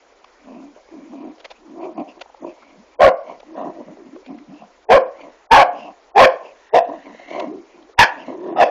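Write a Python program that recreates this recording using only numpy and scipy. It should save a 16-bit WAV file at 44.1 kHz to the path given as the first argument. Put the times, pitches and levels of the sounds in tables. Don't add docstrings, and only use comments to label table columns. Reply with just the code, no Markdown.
import sys
import numpy as np
from scipy import signal
from scipy.io import wavfile
from scipy.ndimage import uniform_filter1d, minimum_filter1d

SR = 44100
rng = np.random.default_rng(int(sys.argv[2]) if len(sys.argv) > 2 else 0)


def dump_mix(stems):
    frames = np.atleast_2d(stems).T
    limited = np.clip(frames, -1, 1)
    pcm = np.round(limited * 32767).astype(np.int16)
    wavfile.write(sys.argv[1], SR, pcm)


def volts_from_db(level):
    exponent = np.asarray(level, float) / 20
    return 10 ** exponent


N = 383669


def rms_one(x):
    return x / np.sqrt(np.mean(x ** 2) + 1e-20)


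def evened(x, over_s):
    return x / np.sqrt(uniform_filter1d(x ** 2, size=int(over_s * SR)) + 1e-12)


def drift(rate_hz):
    r = np.exp(-2 * np.pi * rate_hz / SR)
    noise = rng.standard_normal(N + SR)
    return rms_one(signal.lfilter([1], [1, -2 * r, r * r], noise)[SR:])


def filtered(x, order, hz, kind="low"):
    return signal.sosfilt(signal.butter(order, hz, kind, fs=SR, output="sos"), x)


def resonate(x, hz, width_hz):
    turn = np.exp(2j * np.pi * np.cumsum(np.broadcast_to(hz, N)) / SR)
    r = np.exp(-np.pi * 1.55 * width_hz / SR)
    return 2 * np.real(turn * signal.lfilter([(1 - r) ** 2], [1, -2 * r, r * r], x / turn))


def slaps(per_s, wobble, spread_db, air):
    cycles = np.cumsum(per_s * np.exp(wobble * drift(60))) / SR
    closures = np.diff(np.floor(cycles), prepend=0) * volts_from_db(spread_db * rng.standard_normal(N))
    puff = np.exp(-3.0 * (cycles % 1)) * rng.standard_normal(N)
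    return rms_one(closures) + air * rms_one(puff)


def swells(peak_s, rise_s, fall_s, peak_db, edge_db, *carried):
    t = np.arange(0, N + 64, 64) / SR
    away = t - peak_s[:, None]
    away = away / np.where(away < 0, rise_s[:, None], fall_s[:, None])
    floor_db = -150 - 20 * abs(away) ** .5
    level_db = np.maximum(peak_db[:, None] - edge_db * away ** 2, floor_db)
    power = volts_from_db(2 * level_db) + 1e-300
    total = power.sum(axis=0)
    weakness = (power * np.minimum(away ** 2, 1)).sum(axis=0) / total
    curves = [np.sqrt(total), weakness]
    curves += [(power * column[:, None]).sum(axis=0) / total for column in carried]
    return [np.interp(np.arange(N) / SR, t, curve) for curve in curves]


def yard_noise(patchy_db):
    # (f/Hz, level per Hz/dB)
    yard_colour = [(15, -42), (25, 1.5), (58, -3.5), (102, -36), (321, -0.5), (518, 4.5), (855, -0.5),
                   (1010, 4), (1410, -9), (1880, -4.5), (3100, -14), (6820, -15.5), (7500, -41),
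                   (9750, -71), (16500, -120)]
    hz, db = np.transpose(yard_colour)
    edges = 22 * 2 ** np.arange(0, 8.5, .4)
    white = rng.standard_normal((2, N))
    out = 0
    for k, (low, high) in enumerate(zip(edges, edges[1:])):
        band = filtered(white[k % 2], 2, [low, high], "band")
        band_db = np.interp(np.log(low * high) / 2, np.log(hz), db)
        out = out + band * volts_from_db(band_db + patchy_db * drift(20.0))
    return volts_from_db(-53.5) * rms_one(out)


def clicks():
    # (t/s, peak level/dB, f/Hz, length/s, bright level/dB)
    bowl_clicks = [(0.243, -34.5, 1060, 0.0095, 6), (0.756, -37, 495, 0.014, -28),
                   (0.888, -39, 520, 0.004, -16), (1.38, -38, 535, 0.0095, 3), (1.391, -39, 636, 0.032, 11),
                   (1.441, -32, 670, 0.028, 14), (1.499, -29, 720, 0.032, 6.5),
                   (2.194, -49, 729, 0.0096, 16), (2.207, -25.5, 710, 0.023, 9.5),
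                   (2.258, -36, 730, 0.0094, -24), (2.294, -36, 704, 0.012, -25),
                   (2.343, -32.5, 686, 0.0097, -22), (2.616, -36.5, 1192, 0.031, -17),
                   (3.399, -33, 654, 0.013, 4), (3.429, -32, 710, 0.0087, -13),
                   (3.97, -33.5, 700, 0.0076, -21), (4.16, -30, 750, 0.01, -36),
                   (4.261, -36.5, 631.5, 0.0087, 8), (4.383, -39.5, 1895, 0.013, -25),
                   (7.148, -30, 653, 0.0044, -30), (7.304, -28, 534, 0.015, 0), (7.394, -23, 720, 0.018, 8),
                   (7.825, -46, 1022, 0.01, 11), (7.89, -36.5, 494, 0.016, -17),
                   (.12, -43, 600, .012, -20), (1.131, -32, 754, 0.011, -20), (1.853, -22, 750, 0.011, -20),
              (3.575, -28, 745, .012, -18), (4.226, -39, 647.7, .01, -22), (5.192, -35, 750, .012, -20),
              (7.197, -38, 803, 0.0097, -1), (8.46, -29, 649.8, .012, -23)]
    contacts = bowl_clicks
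    out, white = np.zeros(N), rng.standard_normal((len(contacts), 2048))
    t = np.arange(2048) / SR
    for (s, db, hz, length_s, bright_db), noise in zip(contacts, white):
        burst = noise * np.sin(np.pi * np.clip(t / max(length_s, .002), 0, 1)) ** 2
        dull = filtered(burst, 2, [hz / 1.48, hz * 1.2], "band")
        bright = filtered(burst, 2, [1200, 3600], "band")
        click = dull / abs(dull).max() + volts_from_db(bright_db - 8.5) * bright / abs(bright).max()
        i = round((s - .002) * SR)
        out[i:i + 2048] += volts_from_db(db) * click
    return out


def growls():
    # (peak t/s, rise/s, fall/s, chest level/dB, mouth level/dB)
    long_growls = [(0.491, 0.049, 0.21, -40.5, -42.5), (0.638, 0.22, .1, -39.5, -51),
                   (.93, 0.02, .25, -37.5, -47.5), (1.15, 0.065, 0.04, -35, -43.5),
                   (1.264, 0.17, 0.077, -33, -42), (1.73, 0.13, 0.13, -40, -54),
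                   (1.858, 0.13, 0.077, -30, -32), (2.004, 0.053, 0.038, -26, -26),
                   (2.451, 0.047, 0.073, -31, -32.5), (2.74, 0.16, 0.07, -53, -53),
                   (3.301, 0.085, 0.11, -54.5, -37.5), (3.52, .07, 0.1, -38.5, -48.5),
                   (3.601, 0.072, 0.11, -35.5, -27.5), (3.681, 0.066, 0.049, -30, -31),
                   (3.81, 0.092, 0.029, -35.5, -36.5), (5.272, 0.14, 0.052, -46, -39.5),
                   (5.76, 0.11, 0.068, -44, -36), (5.89, 0.15, 0.039, -43.5, -36),
                   (7.398, 0.13, .1, -33, -25), (7.488, 0.13, 0.15, -29.5, -44.5),
                   (8.19, 0.1, .12, -42.5, -39), (8.36, 0.043, 0.12, -34, -41.5),
                   (8.49, 0.13, 0.19, -27, -32.5)]
    # (peak t/s, fall/s, chest level/dB, mouth level/dB, chest f/Hz)
    grunts = [(.774, 0.031, -57.5, -46, 385.3), (2.081, 0.054, -46.5, -42.5, 302),
              (2.17, 0.057, -46, -48, 298), (2.62, 0.099, -63.5, -59, 298), (3.3, .04, -45.5, -35.5, 206),
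              (3.881, .06, -40, -40.5, 208.5), (3.919, .05, -40.5, -46, 336.4),
              (3.992, 0.092, -40.5, -51, 298), (4.07, 0.038, -39.5, -51, 286.6),
              (4.138, 0.09, -37.5, -58, 314), (4.296, 0.11, -32, -43, 290.5),
              (4.411, 0.041, -41, -65, 315.8), (4.496, .04, -38, -54, 207.7),
              (4.529, .06, -38, -47.5, 353.6), (4.618, .06, -45.5, -41, 245),
              (2.789, .05, -46.5, -59.5, 245), (6.42, 0.172, -53.5, -41, 395.4),
              (6.89, 0.12, -33.5, -30, 314.2), (7.063, .12, -40, -41, 256),
              (7.202, 0.068, -52.5, -42.5, 329.2), (7.748, 0.21, -47.5, -56.5, 351.3),
              (8.29, .1, -30.5, -31.5, 312)]
    # (t/s, f/Hz)
    jaw = [(.5, 655), (1.1, 603), (1.269, 724), (1.7, 636), (1.86, 696), (2.5, 634), (3.35, 636),
           (3.5, 569.2), (3.65, 704), (3.82, 587), (4.3, 727), (5.251, 597), (5.8, 715), (6.45, 602),
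           (7.42, 675), (8.28, 670), (8.41, 475), (8.521, 737)]
    growl_chest_hz, grunt_rise_s = 318.4, 0.0258
    rows = [(*growl, growl_chest_hz) for growl in long_growls]
    rows += [(s, grunt_rise_s, *rest) for s, *rest in grunts]
    s, rise_s, fall_s, chest_db, mouth_db, chest_hz = np.transpose(rows)
    chest_gain, weakness, chest_hz = swells(s, rise_s, fall_s, chest_db, 18, chest_hz)
    mouth_gain, closing = swells(s, rise_s, fall_s, mouth_db, 25.5)

    flaps = slaps(95, wobble=.35, spread_db=1.0, air=1.64)
    muffled = filtered(flaps, 6, 1200)
    chest_hz = chest_hz * (1 + 0.11 * drift(7.37) - .06 * weakness)
    hum = volts_from_db(-2 + 4 * drift(25)) * np.sin(2 * np.pi * np.cumsum(chest_hz) / SR)
    chest = evened(hum + evened(resonate(muffled, chest_hz, 51), 0.024), 0.033)

    mouth_hz = np.interp(np.arange(N) / SR, *np.transpose(jaw))
    mouth_hz = mouth_hz * (1 + 0.047 * drift(6.4) - 0.032 * closing)
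    mouth = resonate(muffled, mouth_hz, 150) + volts_from_db(-6) * resonate(muffled, 951, 130)
    return chest_gain * chest + mouth_gain * evened(mouth, 0.036)


def breaths():
    # (peak t/s, rise/s, fall/s, level/dB, whistle f/Hz)
    wheezes = [(.55, 0.17, 0.16, -60.5, 2540), (.765, 0.042, 0.016, -60, 1560),
               (1.0, 0.18, 0.13, -64, 2350), (1.19, 0.1, 0.16, -59.5, 2480), (1.56, 0.02, .03, -59, 2500),
               (1.84, 0.035, 0.04, -49, 2480), (1.995, 0.023, 0.027, -47.5, 2500),
               (2.095, 0.018, 0.031, -48.5, 2700), (2.5, 0.058, .03, -53.5, 2550),
               (2.68, 0.159, .09, -57.5, 2300), (3.3, 0.054, 0.062, -50, 2250),
               (3.58, 0.038, 0.14, -51, 1800), (3.85, 0.69, 0.27, -62, 2000),
               (4.266, 0.029, 0.063, -56, 2440), (4.6, 0.09, 0.042, -56, 2680),
               (5.22, .06, .045, -48.5, 2380), (5.33, 0.36, .18, -60, 1890), (5.83, 0.11, 0.078, -46, 2750),
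               (6.47, .06, 0.058, -50, 2740), (6.95, 0.5, 0.31, -52, 1850), (7.22, .15, .12, -48, 2050),
               (7.35, 0.1, 0.12, -39, 2200), (7.75, 0.11, 0.053, -59.5, 2450),
               (7.06, .04, 0.046, -51.5, 2504),
               (8.13, 0.051, .08, -51, 1860), (8.215, 0.057, 0.038, -46.5, 2855),
             (8.28, 0.071, .08, -48.5, 2093), (8.5, 0.13, 0.094, -53, 1800)]
    # (f/Hz, width/Hz, level/dB)
    nose_hiss = [(2700, 610, -4.5), (5700, 1400, -19)]
    s, rise_s, fall_s, level_db, whistle_hz = np.transpose(wheezes)
    gain, weakness, whistle_hz = swells(s, rise_s, fall_s, level_db, 13.5, whistle_hz)
    whistle_hz = whistle_hz * (1 - 0.056 * weakness)
    air = rng.standard_normal(N) * volts_from_db(2.5 * drift(40))
    wheeze = resonate(air, whistle_hz, 250) + volts_from_db(-15.5) * resonate(air, 1.87 * whistle_hz, 500)
    hiss = sum(volts_from_db(db) * resonate(air, hz, width_hz) for hz, width_hz, db in nose_hiss)
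    return gain * evened(wheeze + volts_from_db(-5) * hiss, 0.04)


REST_HZ = 515.2


def bark_course(s, hold_s, db, onset_db, stretch, attack_s, onset_hz, top_hz, open_hz, shut_hz,
                clear, clear_late, rasp, rasp_late, tail_db):
    end, start_db = s + hold_s, db + onset_db
    sunk = stretch - 0.065
    strain_db, hold_sag_db, tail_rasp_db = -9.5, -4, -8
    # (t/s, effort/dB, pitch f/Hz, mouth f/Hz, clear level/dB, rasp level/dB, throat stretch)
    lead_in = (s - attack_s - .016, start_db - 52, .9 * onset_hz, .9 * open_hz, clear, rasp - 6, stretch)
    jump = (s - attack_s, start_db - 14.5, .95 * onset_hz, .97 * open_hz, clear, rasp - 5, stretch)
    onset = (s, start_db, onset_hz, open_hz, clear, rasp - 3, stretch)
    swell = (s + .3 * hold_s, db, (onset_hz + top_hz) / 2, open_hz, clear + strain_db, rasp, stretch)
    top = (s + 0.539 * hold_s, db + hold_sag_db / 3, top_hz, (open_hz + shut_hz) / 2,
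           (clear + clear_late) / 2 + 3.5, (rasp + rasp_late) / 2, (stretch + sunk) / 2)
    hold_end = (end, db + hold_sag_db, REST_HZ, shut_hz, clear_late, rasp_late, sunk)
    drop = (end + 0.0079, db - 14, REST_HZ, shut_hz, clear_late, rasp_late + tail_rasp_db / 2, sunk)
    tail = (end + .11, db + tail_db, REST_HZ, 0.8 * shut_hz, clear_late, rasp_late + tail_rasp_db, sunk)
    return [lead_in, jump, onset, swell, top, hold_end, drop, tail]


def in_time(courses, fade_s=0.0052):
    t = np.arange(N) / SR
    s, *columns = np.transpose(np.concatenate(courses))
    gate = sum((t > rows[0][0]) & (t <= rows[-1][0]) for rows in courses) > 0
    return [np.interp(t, s, c) for c in columns], uniform_filter1d(gate * 1., size=int(fade_s * SR) + 1)


def barks():
    # (onset t/s, hold/s, effort/dB, onset against effort/dB, throat stretch at the start)
    bark_times = [
        (3, .09, -2, -9.5, 0.88),
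        (4.904, .074, -2, -4, 0.98),
        (5.517, .113, -2, 2, 0.95),
        (6.162, .092, 0.5, -11, 1.016),
        (6.738, 0.054, -5, -5.5, 1.08),
        (7.991, .05, -2.5, 6.5, 1.04),
        (8.599, 0.039, -5, -5.5, 1.07),
    ]
    # (attack/s, onset f/Hz, top f/Hz, open mouth f/Hz, closing mouth f/Hz)
    bark_voices = [(0.00625, 515, 555, 650, 630), (.012, 440, 548, 720, 517), (0.0043, 452, 580, 880, 727),
                   (.01, 405, 545, 775, 600), (0.0056, 450, 520, 660, 700), (0.0025, 468, 520, 910, 830),
                   (0.036, 640, 440, 725, 660)]
    # (clear early/dB, clear late/dB, rasp early/dB, rasp late/dB, tail/dB)
    bark_tones = [(4.5, -2, -14.5, -12.5, -52), (1.5, 6, -12, -10, -41.5), (-5.5, -11, -6.5, -9.5, -45),
                  (1.5, 3.5, -14, -1.5, -37.5), (1, -10, -19, -15, -48), (-19.5, -6, -2, 5.5, -51.5),
                  (-7.5, -4.5, -15, -8, -25)]
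    # (f/Hz, width/Hz, level/dB)
    throat_rings = [(1737, 200, 3), (2508, 234, -1), (3320, 380, -9.5), (4450, 1200, -18.5)]
    courses = [bark_course(*b, *v, *h) for b, v, h in zip(bark_times, bark_voices, bark_tones)]
    (effort_db, pitch_hz, mouth_hz, clear_db, rasp_db, throat), gate = in_time(courses)

    phase = 2 * np.pi * np.cumsum(pitch_hz * (1 + .022 * drift(55))) / SR
    octave_db = -8 + .03 * (mouth_hz - 645) + 0.0039 * (pitch_hz - REST_HZ) + 6.04 * drift(78)
    clear = volts_from_db(3.0 * drift(40)) * np.sin(phase) + volts_from_db(octave_db) * np.sin(2 * phase)

    chaos = slaps(170, wobble=.45, spread_db=5.5, air=2.05)
    mouth = evened(resonate(chaos, mouth_hz, 105), 0.024)
    stretch = throat + 0.014 * drift(7.7)
    gust = chaos + 3.3 * rng.standard_normal(N)
    rings = sum(volts_from_db(db) * resonate(gust, hz * stretch, width_hz) for hz, width_hz, db in throat_rings)
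    rasp = evened(rings, 0.032)
    voice = volts_from_db(clear_db) * clear + mouth + volts_from_db(rasp_db) * rasp
    return gate * volts_from_db(effort_db) * evened(voice, 0.02)


def echoes(x):
    t = np.arange(SR // 2) / SR
    fade_60db_s = 0.37
    returns = rng.standard_normal(len(t)) * volts_from_db(-60 * t / fade_60db_s) * (t > .015)
    dull = filtered(filtered(returns, 1, [400, 2000], "band"), 2, 2900)
    shed_hz, shed_width_hz = 556, 290
    dull = dull + volts_from_db(1) * signal.lfilter(*signal.iirpeak(shed_hz, shed_hz / shed_width_hz, fs=SR), dull)
    return volts_from_db(-24) * signal.fftconvolve(x, dull / np.sqrt(np.sum(dull ** 2)))[:N]


def scene():
    dog = filtered(barks() + growls() + breaths(), 6, 162, "high")
    return (dog + echoes(dog) + clicks() + yard_noise(patchy_db=2.0))[None]


def faint_bands_dropped(x):
    frames = signal.stft(np.r_[x, x[:-1025:-1]], nperseg=512, noverlap=256)[2]
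    bands = uniform_filter1d(abs(frames) ** 2, size=5, axis=0)
    loudest = np.roll(-minimum_filter1d(-bands.max(axis=0), size=11), -2)
    kept = bands > loudest ** .7 * volts_from_db(2 * -59)
    kept[:2] = True
    return signal.istft(frames * kept, nperseg=512, noverlap=256)[1][:N]


def low_pass(x):
    return signal.sosfilt(signal.butter(12, 15910, fs=SR, output="sos"), x)


def record(dry):
    first_ceiling, clip_level, treble_cut_hz = .74, .72, 6630 * 1.207
    hit = np.clip(dry[0], -first_ceiling, first_ceiling)
    narrow = signal.sosfilt(signal.cheby2(14, 60, treble_cut_hz, fs=SR, output="sos"), hit)
    clipped = np.clip(faint_bands_dropped(narrow), -clip_level, clip_level)
    ending = np.minimum(np.arange(N)[::-1] / 100, 1)
    return low_pass(ending * clipped[None])


dry = scene()
out = record(dry)
dump_mix(out)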